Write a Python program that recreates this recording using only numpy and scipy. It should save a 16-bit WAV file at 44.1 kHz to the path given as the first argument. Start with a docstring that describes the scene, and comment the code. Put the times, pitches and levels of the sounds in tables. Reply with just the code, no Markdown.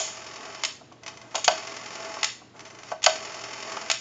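"""A wall telephone's rotary dial runs home on a workshop bench, and is twice wound up and let go again.
The whirr is a row of governor beats over rattling gear teeth and rubbing shoes (shaped noise).
Ticks, clinks and knocks are short bursts of tiny contacts; wheel and case ring as dying sine waves.
The wheel strikes its stop and rebounds. The room adds reflections; the instruments hum and hiss."""
import sys
import numpy as np
from scipy import signal
from scipy.fft import rfft, irfft
from scipy.io import wavfile
from scipy.ndimage import uniform_filter1d

SR = 44100
rng = np.random.default_rng(int(sys.argv[2]) if len(sys.argv) > 2 else 0)


def store_wav(level_fs):
    """Save 16-bit WAV to argv[1]."""
    pcm = np.round(np.clip(np.atleast_2d(level_fs), -1, 1) * 32767)
    wavfile.write(sys.argv[1], SR, pcm.T.astype(np.int16))


N = 176744
TIME = np.arange(N) / SR  # seconds through the scene
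AFTER = np.arange(SR // 2) / SR  # seconds after a blow
BINS = np.fft.rfftfreq(8192, 1 / SR)  # pitches in Hz at which filters are drawn

# In these tables and settings, t60 is the time in seconds for a sound to fall by 60 dB.
# The dial runs home under its spring. Each row: let go in seconds, home in seconds,
# time of one contact click in seconds, level in dB.
RETURNS = [(-.08, 0.636, 0.17, -2.5), (1.497, 2.2306, 1.670, 0), (3.095, 3.9, 3.3425, 1)]
# Colour of the gear teeth. Each row: pitch in Hz, level in dB.
TEETH = [(60, -20), (200, -2.5), (400, 2), (800, 3.5), (1500, 5), (2400, 5), (3300, -0.5), (4000, -0.5),
         (4700, 3), (5500, 2), (6300, -0.5), (7000, -1), (7500, -6.5)]
# Colour of the clinking metal. Each row: pitch in Hz, level in dB.
METAL = [(100, -29.5), (500, -17), (1000, -8.5), (2100, -4.5), (2700, -0.5), (3400, 2), (4200, -1),
         (4800, 1), (5500, -3), (6700, 4.5), (7400, -1)]
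# Colour of dull thuds. Each row: pitch in Hz, level in dB.
THUD = [(20, -68.5), (100, -48), (290, -41), (450, -4), (700, -5), (880, -2), (1150, -2), (1550, -7.5),
        (1900, -19), (4000, -30), (8000, -49.5)]
# Ringing of the steel finger wheel. Each row: pitch in Hz, level in dB, t60 in seconds.
WHEEL = [(2250, -3, 0.33), (3350, 1, 0.17), (4990, -38.5, 0.083), (5040, -1, 0.06), (6100, -24, .3),
         (6700, -4, .3), (6653, -14, 0.88), (6780, 5, 0.17), (6950, 0.5, 0.22)]
# Fine colouring of the dial's sounds: narrow lifts and dips.
# Each row: pitch in Hz, width in Hz, lift in dB (minus for a dip).
FINE_COLOUR = [(399.1, 21, 10.5), (648, 54, 10), (857, 55, 7), (1118, 83, 7), (1265, 50, 3),
               (1474, 110, -5.5), (1532, 19, 6), (1655, 22, -26), (2048, 41, 5.5), (2244, 48, 1.5),
               (2570, 210, 2.5), (2550, 35, 1.5), (3047, 210, 4.5), (3400, 84, -1), (3728, 30, 6),
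               (3946, 66, -24), (4580, 64, 4), (4680, 17, -9.5), (4960, 47, -1), (5380, 110, 7),
               (6120, 100, 5), (7100, 35, -3.5), (6720, 24, 8.5), (6880, 420, 4)]
FINE_DB = sum(db / (1 + (2 * (BINS - hz) / width) ** 2) for hz, width, db in FINE_COLOUR)

CONTACT_RISE_S = 0.0002  # swelling time of the chatter when hard parts strike


def amp(db):
    """Turns decibels into gain."""
    return 10 ** (np.asarray(db) / 20)


def unit(x):
    """Scales a sound to an rms level of 1."""
    return x / np.sqrt(np.mean(x ** 2) + 1e-20)


def onset_unit(x):
    """Scales a blow so that its energy, packed into 5 ms, has an rms level of 1."""
    return x * np.sqrt(SR / 200 / np.sum(x ** 2))


def read(points, hz):
    """Reads a table at the given pitches, with straight lines over log frequency."""
    f, value = np.transpose(points)
    return np.interp(np.log(hz + 1), np.log(f + 1), value)


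def add(mix, s, sound):
    """Mixes a sound in at time s; whatever falls outside the scene is cut."""
    at = round(s * SR)
    sound = sound[max(-at, 0):]
    part = mix[max(at, 0):][:len(sound)]
    part += sound[:len(part)]


def colour(x, curve_db):
    """Filters with the given dB gain at each of BINS, never sounding ahead of its input."""
    both_sides_db = np.r_[curve_db, curve_db[-2:0:-1]]
    log_gain = np.log(amp(both_sides_db))
    # the Hilbert transform gives the phase that puts the response as early as possible
    response = np.exp(np.conj(signal.hilbert(log_gain)))
    taps = np.fft.ifft(response).real
    return signal.oaconvolve(x, taps[:len(BINS)])[:len(x)]


def decay(t60, t=AFTER):
    """Exponential dying away, by 60 dB in t60 seconds."""
    return np.exp(-np.log(1000) * t / t60)


def blow(spectrum, tilt_db, t60, snap, rise_s=0.0006):
    """A first contact and a swelling, dying chatter of tiny ones, with the dial's fine colouring."""
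    chatter = rng.standard_normal(len(AFTER)) * decay(t60) * (1 - np.exp(-AFTER / rise_s))
    chatter /= np.linalg.norm(chatter)
    chatter[0] += snap  # the first contact
    # the contacts are brief, so their drive is even over pitch
    z = rfft(chatter)
    even = irfft(z / np.sqrt(uniform_filter1d(abs(z) ** 2, size=260)))
    even *= AFTER < AFTER[-1] / 2
    tilt = tilt_db * np.log2(1 + BINS / 500)  # tilt_db nears dB per octave well above 500 Hz
    return onset_unit(colour(even, read(spectrum, BINS) + FINE_DB + tilt))


def ring(modes):
    """Dying sine waves; neighbours start in opposite directions, so the ring swells for an instant."""
    total = np.zeros(len(AFTER))
    for k, (hz, db, t60) in enumerate(modes):
        total += (-1) ** k * amp(db) * decay(t60) * np.sin(2 * np.pi * hz * AFTER)
    return onset_unit(total)


def governor(spread_db=0.9, pulse_s=0.094):
    """The spring runs the dial home at a steady speed; every fourth beat works the pulse contact."""
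    # Four beats to each contact pulse. Each row: level in dB, brightness in dB per octave.
    beats = [(-32, 0), (-39.5, -3.5), (-37.5, -1.6), (-37.5, -0.5)]
    out = np.zeros(N)
    step = pulse_s / len(beats)
    for start, home, click, run_db in RETURNS:
        first = int((start - click) / step)
        last = int((home - click) / step)
        for k in range(first, last + 1):
            db, tilt_db = beats[k % len(beats)]
            force = amp(run_db + db + spread_db * rng.standard_normal())
            beat = blow(TEETH, tilt_db, t60=0.057, snap=0.061, rise_s=0.0015)
            add(out, click + k * step, force * beat)
    return out


def turning(start, end, spin_up_s=0.025, run_down_s=0.025):
    """Speed of the gears from 0 to 1: they spin up, hold, and fall still after the end."""
    spin_up = np.clip((TIME - start) / spin_up_s, 0, 1)
    return spin_up * np.clip(1 - (TIME - end) / run_down_s, 0, 1)


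def gears(grain_db=2.5, teeth_per_s=1800):
    """Uneven tooth contacts, and the governor's shoes rubbing in their cup, while the dial turns."""
    # The finger winds the dial. Each row: start in seconds, end in seconds, level in dB.
    winds = [(1.013, 1.46, -0.5), (2.532, 2.918, 1.5)]
    # Colour of the rubbing shoes. Each row: pitch in Hz, level in dB.
    rub_colour = [(100, -26.5), (380, 1.5), (550, -5.5), (700, 2), (1150, 0), (1500, 2.5), (2200, -8.5),
                  (3500, -27.5), (7500, -13.5)]
    wind_rattle_db, wind_rub_db = -45.5, -52.5
    slack_db = -34  # the teeth are quieter by this much at first, until the spring is tight
    run_rattle_db, run_rub_db = -45.5, -48
    # the shoes rub harder at the same part of every return
    drag_db, drag_before_home_s, drag_width_s = 7, 0.17, 0.078

    rattle_gain, rub_gain = np.zeros((2, N))
    for start, end, db in winds:
        motion = amp(db) * turning(start, end)
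        slack = np.clip((end - TIME) / (end - start), 0, 1)
        rattle_gain += motion * amp(wind_rattle_db + slack_db * slack)
        rub_gain += motion * amp(wind_rub_db)
    for start, home, _, db in RETURNS:
        motion = amp(db) * turning(start, home)
        drag = np.exp(-((TIME - home + drag_before_home_s) / drag_width_s) ** 2)
        rattle_gain += motion * amp(run_rattle_db)
        rub_gain += motion * amp(run_rub_db + drag_db * drag)

    hits = rng.random(N) < teeth_per_s / SR
    direction = rng.choice([-1, 1], N)
    strength = amp(grain_db * np.minimum(rng.exponential(1, N), 4))
    rattle = unit(colour(hits * direction * strength, read(TEETH, BINS) + FINE_DB))
    rub = unit(colour(rng.standard_normal(N), read(rub_colour, BINS) + FINE_DB))
    return rattle_gain * rattle + rub_gain * rub


def clinks(ring_db=-14):
    """The finger wheel clinks on its hub: metal chatter plus the ring of the steel."""
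    # Each row: time in seconds, level in dB, brightness in dB per octave, chatter t60 in seconds.
    clink_rows = [(-.012, -13.5, 2.5, 0.39), (1.3446, -32, -9.5, 0.05), (1.3537, -19.5, -2, 0.037),
                  (1.378, -30.5, -0.5, 0.057), (1.4439, -15.5, 1, 0.039), (3.029, -30, -4.5, 0.036),
                  (3.0405, -13.5, -.5, 0.038)]
    out = np.zeros(N)
    for s, db, tilt_db, t60 in clink_rows:
        chatter = blow(METAL, tilt_db, t60, snap=0.27, rise_s=0.0011)
        add(out, s, amp(db) * (chatter + amp(ring_db) * ring(WHEEL)))
    return out


def knocks(wheel_ring_db=-9):
    """Each blow thuds and leaves the case ringing; hard ones also crack and shake the wheel."""
    # The finger bumps the dial or drives it against the finger stop.
    # Each row: time in seconds, force in dB.
    knock_rows = [(-.012, -23), (.81, -46.5), (0.916, -45.5), (1.024, -52.5), (1.3455, -29.5),
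                  (1.352, -27.5), (1.378, -33.5), (1.4784, -13.5), (2.416, -48.5), (2.55, -47.5),
                  (2.9165, -25), (3.062, -13)]
    # Colour of the sharp crack. Each row: pitch in Hz, level in dB.
    crack_colour = [(20, -38), (250, -15.5), (600, -9.5), (1700, 2.5), (2100, 1.5), (2500, 1), (3200, 4),
                    (3800, -3), (4550, 8), (5300, -2.5), (6000, -1), (6800, -1.5), (7400, -6)]
    # Ringing of the hollow case. Each row: pitch in Hz, level in dB, t60 in seconds.
    case_modes = [(592, -12, .17), (642, -4, .19), (715, 2, .08), (788, -11, .17), (838, -14, .12),
                  (950, -14, .19), (987, -14, .14), (1120, -13, .08), (1335, -14, .1), (1531, -12, .14)]
    hard_db = -13.5  # force of a full blow against the finger stop
    thud_db, ring_db, crack_db, shake_db = -17, -11.5, -11, -28  # parts of a full blow
    # dB per dB of force: the crack and shake fade fastest, so soft bumps mostly thud and ring
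    thud_growth, ring_growth, crack_growth = 0.88, 1.08, 3.15
    thud_tilt_db, thud_brightening = 1.5, 0.15  # dB per octave for a full blow, change per dB of force
    shake_s = 0.032  # a hard blow makes the loose wheel clink this much later

    out = np.zeros(N)
    for s, force_db in knock_rows:
        force = force_db - hard_db  # dB relative to a full blow
        crack = blow(crack_colour, 0, t60=0.021, snap=0.074, rise_s=0.00066)
        add(out, s, amp(crack_db + crack_growth * force) * crack)
        thud = blow(THUD, thud_tilt_db + thud_brightening * force, t60=0.049, snap=0.32)
        add(out, s + 0.00052, amp(thud_db + thud_growth * force) * thud)
        add(out, s + 0.001096, amp(ring_db + ring_growth * force) * ring(case_modes))
        shake = blow(METAL, tilt_db=-6.5, t60=0.061, snap=0.27) + amp(wheel_ring_db) * ring(WHEEL)
        add(out, s + shake_s, amp(shake_db + crack_growth * force) * shake)
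    return out


def home_stop(strike_db=-17, rebound_db=-13, rebound_s=0.0136):
    """A double clack as the wheel strikes its home stop, and again on the rebound."""
    # Colour of the stop. Each row: pitch in Hz, level in dB.
    stop_colour = [(100, -34), (400, -9), (700, 2.5), (1600, 4.5), (2100, 7), (3000, 4), (3700, 5.5),
                   (4100, 3.5), (4500, 3.5), (5400, 1.5), (5950, -4), (6700, 2), (7400, -3.5)]
    out = np.zeros(N)
    for _, home, _, db in RETURNS:
        strike = blow(stop_colour, tilt_db=0.66, t60=0.025, snap=0.35, rise_s=CONTACT_RISE_S)
        add(out, home, amp(strike_db + db) * strike)
        rebound = blow(stop_colour, tilt_db=4.5, t60=0.034, snap=0.54, rise_s=CONTACT_RISE_S)
        add(out, home + rebound_s, amp(rebound_db + db) * rebound)
    return out


def pawl():
    """The pawl ticks over its ratchet, mostly while the dial is wound."""
    # Each row: time in seconds, level in dB, chatter t60 in seconds.
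    ticks = [(.923, -48.5, .025), (1.0342, -40.5, 0.032), (1.063, -32, 0.043), (1.079, -30.5, 0.047),
             (1.172, -40, 0.034), (1.215, -41.5, 0.054), (1.31, -44, 0.16), (2.564, -48.5, 0.096),
             (2.5938, -40, .025), (2.605, -39, 0.039), (2.652, -37.5, 0.17), (2.702, -41.5, 0.07),
             (2.749, -43.5, 0.04), (2.787, -40.5, 0.054), (2.833, -40, .028), (2.917, -38, 0.033),
             (3.02, -39, 0.046)]
    # Colour of the pawl. Each row: pitch in Hz, level in dB.
    pawl_colour = [(30, -50), (200, -24), (600, 0), (1300, 3), (1700, 1.5), (2000, 6), (2700, 1),
                   (3400, -0.5), (4000, -0.5), (4800, 0.5), (5500, -1.5), (6200, 3), (6600, -7), (7400, -6)]
    out = np.zeros(N)
    for s, db, t60 in ticks:
        tick = blow(pawl_colour, tilt_db=0.0, t60=t60, snap=0.25, rise_s=CONTACT_RISE_S)
        add(out, s, amp(db) * tick)
    return out


def clunks():
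    """The mechanism clunks with a short burst of thud shortly before it gets home."""
    # Each row: time in seconds, level in dB, brightness in dB per octave.
    clunk_rows = [(2.1688, -32, 2), (3.7685, -27, 10.5)]
    out = np.zeros(N)
    for s, db, tilt_db in clunk_rows:
        add(out, s, amp(db) * blow(THUD, tilt_db, t60=0.035, snap=0.25))
    return out


def room(x, build_s=0.005, uneven_db=3):
    """Uneven reflections from bench, instruments and walls, each band dying at its own speed."""
    # Each row: pitch in Hz, t60 in seconds.
    room_decay = [(200, 0.36), (800, 0.36), (2000, 0.43), (3500, .42), (7000, 0.4)]
    taps = rng.standard_normal(len(AFTER)) * (1 - np.exp(-AFTER / build_s))
    hz, t, z = signal.stft(taps, SR, nperseg=256)
    # random levels, smoothed over pitch
    clusters = unit(uniform_filter1d(rng.standard_normal(z.shape), size=12, axis=0))
    band_decay = decay(read(room_decay, hz)[:, None], t)
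    tail = signal.istft(z * amp(uneven_db * clusters) * band_decay, SR)[1]
    return signal.fftconvolve(x, tail / np.linalg.norm(tail))[:N]


def bench(hum_hz=119.4, hum_db=-62, hiss_db=-52):
    """Transformer hum, a single sine wave, and a steady hiss of coloured noise."""
    # Colour of the hiss. Each row: pitch in Hz, level in dB.
    hiss_colour = [(20, 9.5), (50, 10.5), (85, 1.5), (160, 0.5), (300, 4), (500, -2), (1000, -8),
                   (2000, -13.5), (4000, -17.5), (7000, -23.5)]
    hiss = unit(colour(rng.standard_normal(N), read(hiss_colour, BINS)))
    hum = unit(np.sin(2 * np.pi * hum_hz * TIME))
    return amp(hiss_db) * hiss + amp(hum_db) * hum


def scene(room_db=-7, case_room_db=-11):
    """The dial and its case in the workshop; the case sends less sound into the room."""
    dial = governor() + gears() + clinks() + home_stop() + pawl()
    case = knocks() + clunks()
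    reflections = room(amp(room_db) * dial + amp(case_room_db) * case)
    return (dial + case + reflections + bench())[None]


def record(dry, edge_hz=9308):
    """A recorder with little top: it colours, with a notch at 8 kHz and a faint lobe above, and clips."""
    # Response of the recorder. Each row: pitch in Hz, gain in dB.
    recorder = [(15, -21.5), (45, -26), (90, -1), (6900, 1), (7300, 1.5), (7600, -8.5), (7850, -29),
                (8050, -49), (8300, -20), (8600, -16), (8950, -21.5), (9300, -37)]
    heard = np.clip(colour(dry[0], read(recorder, BINS)), -1, 1)
    low_pass = signal.firwin(511, edge_hz, window=("kaiser", 9), fs=SR)  # cuts the highs
    return signal.oaconvolve(heard, low_pass, "same")[None]


dry = scene()
out = record(dry)
store_wav(out)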